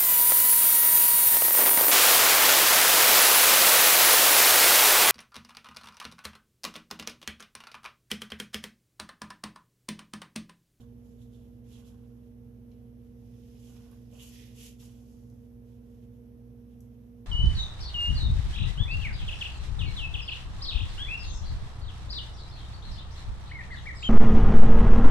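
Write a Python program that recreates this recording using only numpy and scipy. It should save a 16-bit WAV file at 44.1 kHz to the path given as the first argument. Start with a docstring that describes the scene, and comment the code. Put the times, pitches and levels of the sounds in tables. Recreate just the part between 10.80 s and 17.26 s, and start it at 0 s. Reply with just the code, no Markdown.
"""In a quiet, carpeted room, someone tilts a hardcover book and turns it spine-up by hand.
Fingers and palms slide on the cloth cover: skin catches on the weave in many tiny slips,
which blur into a rasp and a hiss. The binding and tapping fingers give a few small ticks.
Behind the book a motor appliance hums steadily, its moving air makes a low rumble,
and the microphones add a faint hiss."""
import sys
import numpy as np
from scipy import signal
from scipy.fft import rfft, irfft, next_fast_len
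from scipy.io import wavfile

SR = 44100
rng = np.random.default_rng(int(sys.argv[2]) if len(sys.argv) > 2 else 0)


def digitize_waveform(pressure):
    """Quantize a signal to 16-bit integers and store it at the path in sys.argv[1].

    Rows of a 2-D input are taken as channels; values are limited to [-1, 1].
    """
    field = np.atleast_2d(pressure).T
    bounded = np.clip(field, -1, 1)
    quanta = np.round(bounded * 32767).astype(np.int16)
    wavfile.write(sys.argv[1], SR, quanta)


N = 284886
TIME = np.arange(N) / SR
FFT_SIZE = next_fast_len(N + SR // 2, True)
FREQS = np.maximum(np.arange(FFT_SIZE // 2 + 1) * SR / FFT_SIZE, 1)

# Levels compare the rows of one table. Pan is left minus right, so above 0 means to the left.
# finger strokes on the cover: start t/s, swell t/s, hold t/s, fade t/s, board rasp level/dB,
# cloth hiss level/dB, rasp f/Hz, flatness (0 fingertip, 1 flat hand), pan/dB
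FINGER_STROKES = [ (0.0, 0.0078, 0.0061, 0.051, -70, -72, 3600, 0.21, -3),
                  (0.21, 0.047, .03, 0.36, -91, -79.5, 3550, .15, -5),
                  (0.367, .052, .016, 0.069, -73.5, -75, 3650, 0.13, -2),
                  (0.49, 0.05, .02, 0.23, -76, -77, 3580, 0.23, -1.5),
                  (0.821, 0.11, 0.06, 0.098, -71.5, -68.5, 2800, 0.6, -0.5),
                  (0.897, .04, .025, 0.098, -66.5, -80, 3670, 0.23, -2),
                  (1.033, 0.035, 0.011, 0.083, -69.5, -68, 3400, .35, -0.5),
                  (1.107, 0.034, .12, .4, -86.5, -87, 3270, .5, 0),
                  (1.86, 0.054, 0.11, .4, -86, -93, 3100, 0.4, -5),
                  (2.217, 0.43, .15, .25, -78, -74.5, 3050, 0.82, 0),
                  (2.721, 0.14, 0.031, 0.21, -72.5, -67.5, 3100, .2, -1.5),
                  (2.902, 0.049, 0.027, 0.8, -72.5, -72, 3200, .8, 0.5),
                  (3.292, 0.053, .04, .08, -69.5, -68, 2850, .03, -1),
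                  (3.364, 0.045, .018, 0.11, -57.5, -60.5, 3050, .01, 1),
                  (3.392, .04, 0.043, 0.18, -67, -57.5, 3100, 0, 5),
                  (3.485, 0.055, 0.072, 0.25, -60.5, -62, 2960, 0.82, 0),
                  (3.722, 0.087, 0.064, 0.084, -59, -56, 3080, 0.2, 2),
                  (3.981, .025, 0.024, 0.21, -65.5, -62.5, 3200, 0.38, 1.5),
                  (4.08, 0.13, 0.17, 0.41, -92, -75.5, 3100, .6, 2),
                  (4.80, 0.097, .03, 0.14, -85, -83.5, 3230, 0.59, -3),
                  (5.03, 0.086, 0.055, .25, -86, -84, 3250, .46, 1), ]
# palms brushing the cover: start t/s, swell t/s, hold t/s, fade t/s, level/dB
PALM_STROKES = [(0.0, 0.0083, 0.012, 0.085, -78), (0.818, 0.14, 0.25, 0.36, -80),
                (2.835, .1, 0.21, .15, -76), (3.308, 0.022, 0.054, 0.59, -76.5),
                (3.99, 0.056, 0.055, 0.14, -80.5)]
# tone of the rasping board, a palm, and cloth under a fingertip or flat hand: f/Hz, level/dB
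RASP_TONE = [(1000, -17), (1550, -5.5), (1900, 6), (2200, 1), (2500, 4.5), (3050, 4), (3500, 3.5),
             (4500, -3), (7000, -8)]
PALM_TONE = [(300, -21), (600, 3), (850, 3.5), (1100, 3), (1300, -3), (1520, 1), (2100, -20), (4000, -20.5)]
FINGERTIP_TONE = [(1500, -15.5), (3500, -11.5), (4500, -4), (5100, -7), (5500, -4), (6700, 0.5), (7700, -3),
                  (8900, -9.5), (9700, -8), (10500, -2), (11200, -4.5), (12100, -1)]
FLAT_HAND_TONE = [(1500, -16), (3300, 4.5), (4300, -1.5), (5200, 7), (6400, 3.5), (7300, -3.5), (8100, -5),
                  (9000, -2.5), (10500, -1), (12100, 4.5)]
# where the rubbing sits between left and right: f/Hz, pan/dB
RUB_PAN = [(1000, -2), (2900, -8.5), (4200, -5.5), (5800, -3.5), (7500, -4), (12000, 1.5)]
# binding ticks and finger taps: t/s, level/dB, centre f/Hz, width/octaves, pan/dB
BOOK_TICKS = [(1.916, -65, 4000, 0.55, -5), (3.114, -48.5, 10300, 0.47, 0), (3.3139, -62, 5000, 1.5, 0),
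              (3.326, -59, 580, 0.29, -3), (3.865, -48, 6000, 0.66, 10), (4, -53.5, 6970, 0.53, 5),
              (4.501, -58, 8000, 0.64, 7), (6.006, -52, 8740, 0.45, 2)]
# how the binding rings: f/Hz, level/dB
BINDING_TONE = [(400, 14), (3000, 6), (4500, 3), (6200, 6), (7200, -4), (8200, -5), (9500, -8), (12000, 8)]
# pitches of the mains and motor hum: f/Hz
HUM_PITCHES = [43.65, 58.82, 76.32, 104.8, 117.49, 119.97, 218.58, 240.05, 469.97]
# strength and side of each of those pitches: level/dB, pan/dB
HUM_LEVELS = [(-69.5, -1.5), (-56, -2.5), (-72, 4), (-62, -3.5), (-64, -6.5), (-56, -1.5), (-66, 6.5),
              (-53.5, -7), (-64, -6.5)]
# the highest motor tone swells and fades: t/s, added level/dB
TOP_HUM_SWELL = [(0, -0.5), (2.3, 0), (3.0, -1), (3.6, -4), (4.1, -2), (4.9, 1), (5.8, 1), (6.15, -3.5),
                 (6.46, 2.5)]
# tone of the appliance's moving air: f/Hz, level/dB
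AIR_TONE = [(25, -22.5), (45, -15), (78, -0.5), (125, -1.5), (160, -8), (225, -3), (275, -11), (400, -14),
            (455, -8.5), (540, -17.5), (750, -23.5), (1200, -34.5), (2500, -44.5), (6000, -65)]
# how alike that air sounds on both sides: f/Hz, likeness (0 unrelated, 1 the same)
AIR_LIKENESS = [(60, 1), (250, 0.91), (500, 0.61), (1000, 0.083), (3000, 0.17)]
# tone of each microphone's hiss: f/Hz, level/dB
LEFT_HISS_TONE = [(500, -5.5), (1800, -5.5), (3500, -12.5), (6000, -13.5), (7500, -24), (9200, -17.5),
                  (10800, -10), (12000, -0.5)]
RIGHT_HISS_TONE = [(500, 1), (2200, -4.5), (3000, -4), (4500, -10), (5200, -9.5), (5800, -2), (7300, -22.5),
                   (9200, -17.5), (10500, -4.5), (12000, 0)]
# thin electronic whine: f/Hz, level/dB
WHINE_TONES = [(6891, -102), (8269, -97.5), (9647, -106)]


def sliding_fingers(rasp_trim_db, cloth_trim_db, tip_width_hz, flat_width_hz):
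    """A fingertip raises a narrow rasp and a bright hiss; a flat hand blurs both."""
    rasp_gain, cloth_gain, pitch_hz, flatness, pan_db = finger_motion()
    rasp = friction(RASP_TONE, slips_per_s=1300, spread_db=-3, smooth=1, likeness=0.32, shake_db=1.5)
    width_hz = tip_width_hz * (flat_width_hz / tip_width_hz) ** flatness
    rasp = from_db(rasp_trim_db) * rasp_gain * resonance(rasp, pitch_hz, width_hz)
    tip = friction(FINGERTIP_TONE, slips_per_s=2300, spread_db=-2.5, smooth=0.92,
                   likeness=0.18, shake_db=1.1)
    hand = friction(FLAT_HAND_TONE, slips_per_s=3500, spread_db=1, smooth=1, likeness=0.072, shake_db=1)
    cloth = np.sqrt(1 - flatness) * tip + np.sqrt(flatness) * hand
    return pan(pan_db) * (rasp + from_db(cloth_trim_db) * cloth_gain * cloth)


def finger_motion(creep_db=-91, creep_hz=3100, creep_flatness=0.4, sag_share=0.057, sag_s=0.061):
    """Strokes add to the faint creep of holding fingers; the strongest leads pitch, flatness and pan."""
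    creep = from_db(creep_db + 3 * drift(8.2)) ** 2
    rasp_power, cloth_power = creep, creep
    pitch_sum, flat_sum, pan_sum = creep * creep_hz, creep * creep_flatness, 0
    for start, swell, hold, fade, rasp_db, cloth_db, hz, flatness, pan_db in FINGER_STROKES:
        gain = stroke(start, swell, hold, fade)
        # once up to speed, the finger presses down and its pitch sags
        sag = 1 - sag_share * np.clip((TIME - start - swell) / sag_s, 0, 1)
        rasping = (gain * from_db(rasp_db)) ** 2
        hissing = (gain * from_db(cloth_db)) ** 2
        rasp_power, cloth_power = rasp_power + rasping, cloth_power + hissing
        pitch_sum = pitch_sum + rasping * hz * sag
        flat_sum = flat_sum + rasping * flatness
        pan_sum = pan_sum + hissing * pan_db
    return (np.sqrt(rasp_power), np.sqrt(cloth_power), pitch_sum / rasp_power,
            np.clip(flat_sum / rasp_power, 0, 1), pan_sum / cloth_power)


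def brushing_palms(trim_db):
    """Palms rub the cover with a duller sound than fingers."""
    gain = sum(from_db(db) * stroke(*timing) for *timing, db in PALM_STROKES)
    rub = friction(PALM_TONE, slips_per_s=1100, spread_db=2.5, smooth=0.48, likeness=0.4, shake_db=2.5)
    return from_db(trim_db) * gain * rub


def stroke(start, swell, hold, fade, fade_drop_db=18):
    """Loudness of one stroke: the hand gathers speed, slides on evenly and comes to rest."""
    rising = np.clip((TIME - start) / swell, 0, 1) ** 1.16
    slowing = np.clip((TIME - start - swell - hold) / fade, 0, 4) ** 0.96
    return rising * from_db(-fade_drop_db * slowing)


def friction(tone, slips_per_s, spread_db, smooth, likeness, shake_db):
    """Skin catches on the weave: many tiny slips of uneven size over a smooth hiss."""
    sizes = from_db(spread_db * np.minimum(rng.exponential(1, (2, N)), 4))
    signs = rng.choice([-1, 1], (2, N))
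    slipping = rng.random((2, N)) < slips_per_s / SR
    scrape = unit_power(sizes * signs * slipping) + smooth * rng.standard_normal((2, N))
    shape = from_db(over_hz(tone)) * pan(over_hz(RUB_PAN)) * (FREQS < 12380)
    rub = filtered(stereo(*scrape, likeness), shape)
    return rub / rub.mean(axis=0).std() * from_db(shake_db * drift(37))


def resonance(sound, hz, width_hz):
    """Keep a moving band of pitches, without getting louder as the band widens."""
    out, state = sound.copy(), np.zeros((2, 2, 2))
    for i in range(0, N, 128):
        block = slice(i, i + 128)
        spread = np.tan(np.pi * width_hz[i] / SR)
        forward = np.array([spread, 0, -spread]) / (1 + spread)
        feedback = np.array([1 + spread, -2 * np.cos(2 * np.pi * hz[i] / SR), 1 - spread]) / (1 + spread)
        for k in range(2):  # filter twice for steeper edges
            out[:, block], state[k] = signal.lfilter(forward, feedback, out[:, block], zi=state[k])
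    out /= np.sqrt(width_hz)
    return out / out.mean(axis=0).std()


def binding_ticks(decay_cycles, likeness):
    """Each tick or tap is a burst of noise that rings the binding; higher ones die sooner."""
    out, ring = 0, from_db(over_hz(BINDING_TONE))
    for start, level_db, hz, octaves, pan_db in BOOK_TICKS:
        age = np.maximum(TIME - start, 0)
        middle, side = rng.standard_normal((2, N)) * (age > 0) * np.exp(-age * hz / decay_cycles)
        burst = middle + (1 - likeness) * side * [[1], [-1]]
        band = np.exp(-0.5 * (np.log2(FREQS / hz) / octaves) ** 2)
        tick = filtered(burst, ring * band)
        peak = np.abs(tick.mean(axis=0)).max()
        out = out + from_db(level_db) * pan(pan_db) * tick / peak
    return out


def motor_hum(waver_rad, left_lag_ms):
    """Mains and motor tones throb against each other; they reach the right side first."""
    out, lag_s = 0, np.array([[left_lag_ms / 1000], [0]])
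    for hz, (level_db, pan_db) in zip(HUM_PITCHES, HUM_LEVELS):
        phase = 2 * np.pi * (hz * (TIME - lag_s) + rng.random()) + waver_rad * drift(1)
        if hz == max(HUM_PITCHES):
            level_db = level_db + np.interp(TIME, *np.transpose(TOP_HUM_SWELL))
        out = out + np.sqrt(2) * from_db(level_db) * pan(pan_db) * np.sin(phase)
    return out


def air_rumble(level_db, pan_db):
    """The appliance moves air, making a low noise whose bass is alike on both sides."""
    air = stereo(*rng.standard_normal((2, N)), over_hz(AIR_LIKENESS))
    return from_db(level_db) * pan(pan_db) * with_tone(air, AIR_TONE)


def microphone_hiss(left_db, right_db):
    """Each microphone has its own hiss; both share a faint whine."""
    left = from_db(left_db) * with_tone(rng.standard_normal(N), LEFT_HISS_TONE)
    right = from_db(right_db) * with_tone(rng.standard_normal(N), RIGHT_HISS_TONE)
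    whine = sum(np.sqrt(2) * from_db(db) * np.sin(2 * np.pi * hz * TIME) for hz, db in WHINE_TONES)
    return np.array([left, right]) + whine


def room(sound, fade_s, echo_db):
    """The room adds a blur of echoes, different on each side, that falls 60 dB in fade_s."""
    age = TIME[:SR // 2]
    tail = rng.standard_normal((2, len(age))) * from_db(-60 * age / fade_s) * (age > 0.003)
    tail /= np.sqrt(np.sum(tail ** 2, axis=1, keepdims=True))
    return sound + from_db(echo_db) * signal.fftconvolve(sound, tail, axes=1)[:, :N]


def from_db(db):
    """Turn decibels into a gain, the number to multiply a sound by."""
    return 10 ** (np.asarray(db) / 20)


def unit_power(sound):
    """Scale a sound to an average power of 1."""
    return sound / np.sqrt(np.mean(sound ** 2) + 1e-20)


def pan(db):
    """Left and right gains that lie db apart and average 1."""
    gains = from_db(np.array([[0.5], [-0.5]]) * db)
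    return gains / gains.mean(axis=0)


def over_hz(table):
    """Join a table's points to get a value at every frequency."""
    hz, value = np.transpose(table)
    return np.interp(np.log(FREQS), np.log(hz), value)


def filtered(sound, gain):
    """Turn each frequency up or down by its own gain."""
    return irfft(rfft(sound, FFT_SIZE) * gain, FFT_SIZE)[..., :N]


def with_tone(noise, tone):
    """Shape noise by a tone table, at a power of 1."""
    return unit_power(filtered(noise, from_db(over_hz(tone))))


def drift(rate_hz):
    """A random wobble of about 1 either way, mostly slower than rate_hz."""
    return unit_power(filtered(rng.standard_normal(N), 1 / (1 + (FREQS / rate_hz) ** 2)))


def stereo(middle, side, likeness):
    """Mix two unrelated sounds into a left-right pair of the given likeness."""
    return filtered(middle, np.sqrt(1 + likeness)) + filtered(side, np.sqrt(1 - likeness)) * [[1], [-1]]


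def scene():
    """The book close by, the appliance further off."""
    fingers = sliding_fingers(rasp_trim_db=-2.1, cloth_trim_db=-1.2, tip_width_hz=920, flat_width_hz=6000)
    rubbing = room(fingers + brushing_palms(trim_db=1.5), fade_s=0.2, echo_db=-11.5)
    ticks = room(binding_ticks(decay_cycles=16, likeness=0.43), fade_s=0.26, echo_db=0)
    appliance = motor_hum(waver_rad=0.08, left_lag_ms=0.22) + air_rumble(level_db=-58.5, pan_db=-2)
    return rubbing + ticks + appliance + microphone_hiss(left_db=-69.5, right_db=-71)


def record(dry):
    """The highest treble is cut off steeply."""
    cutoff_hz = 12380
    return filtered(dry, 1 / np.sqrt(1 + (FREQS / cutoff_hz) ** 600))


dry = scene()
out = record(dry)
digitize_waveform(out)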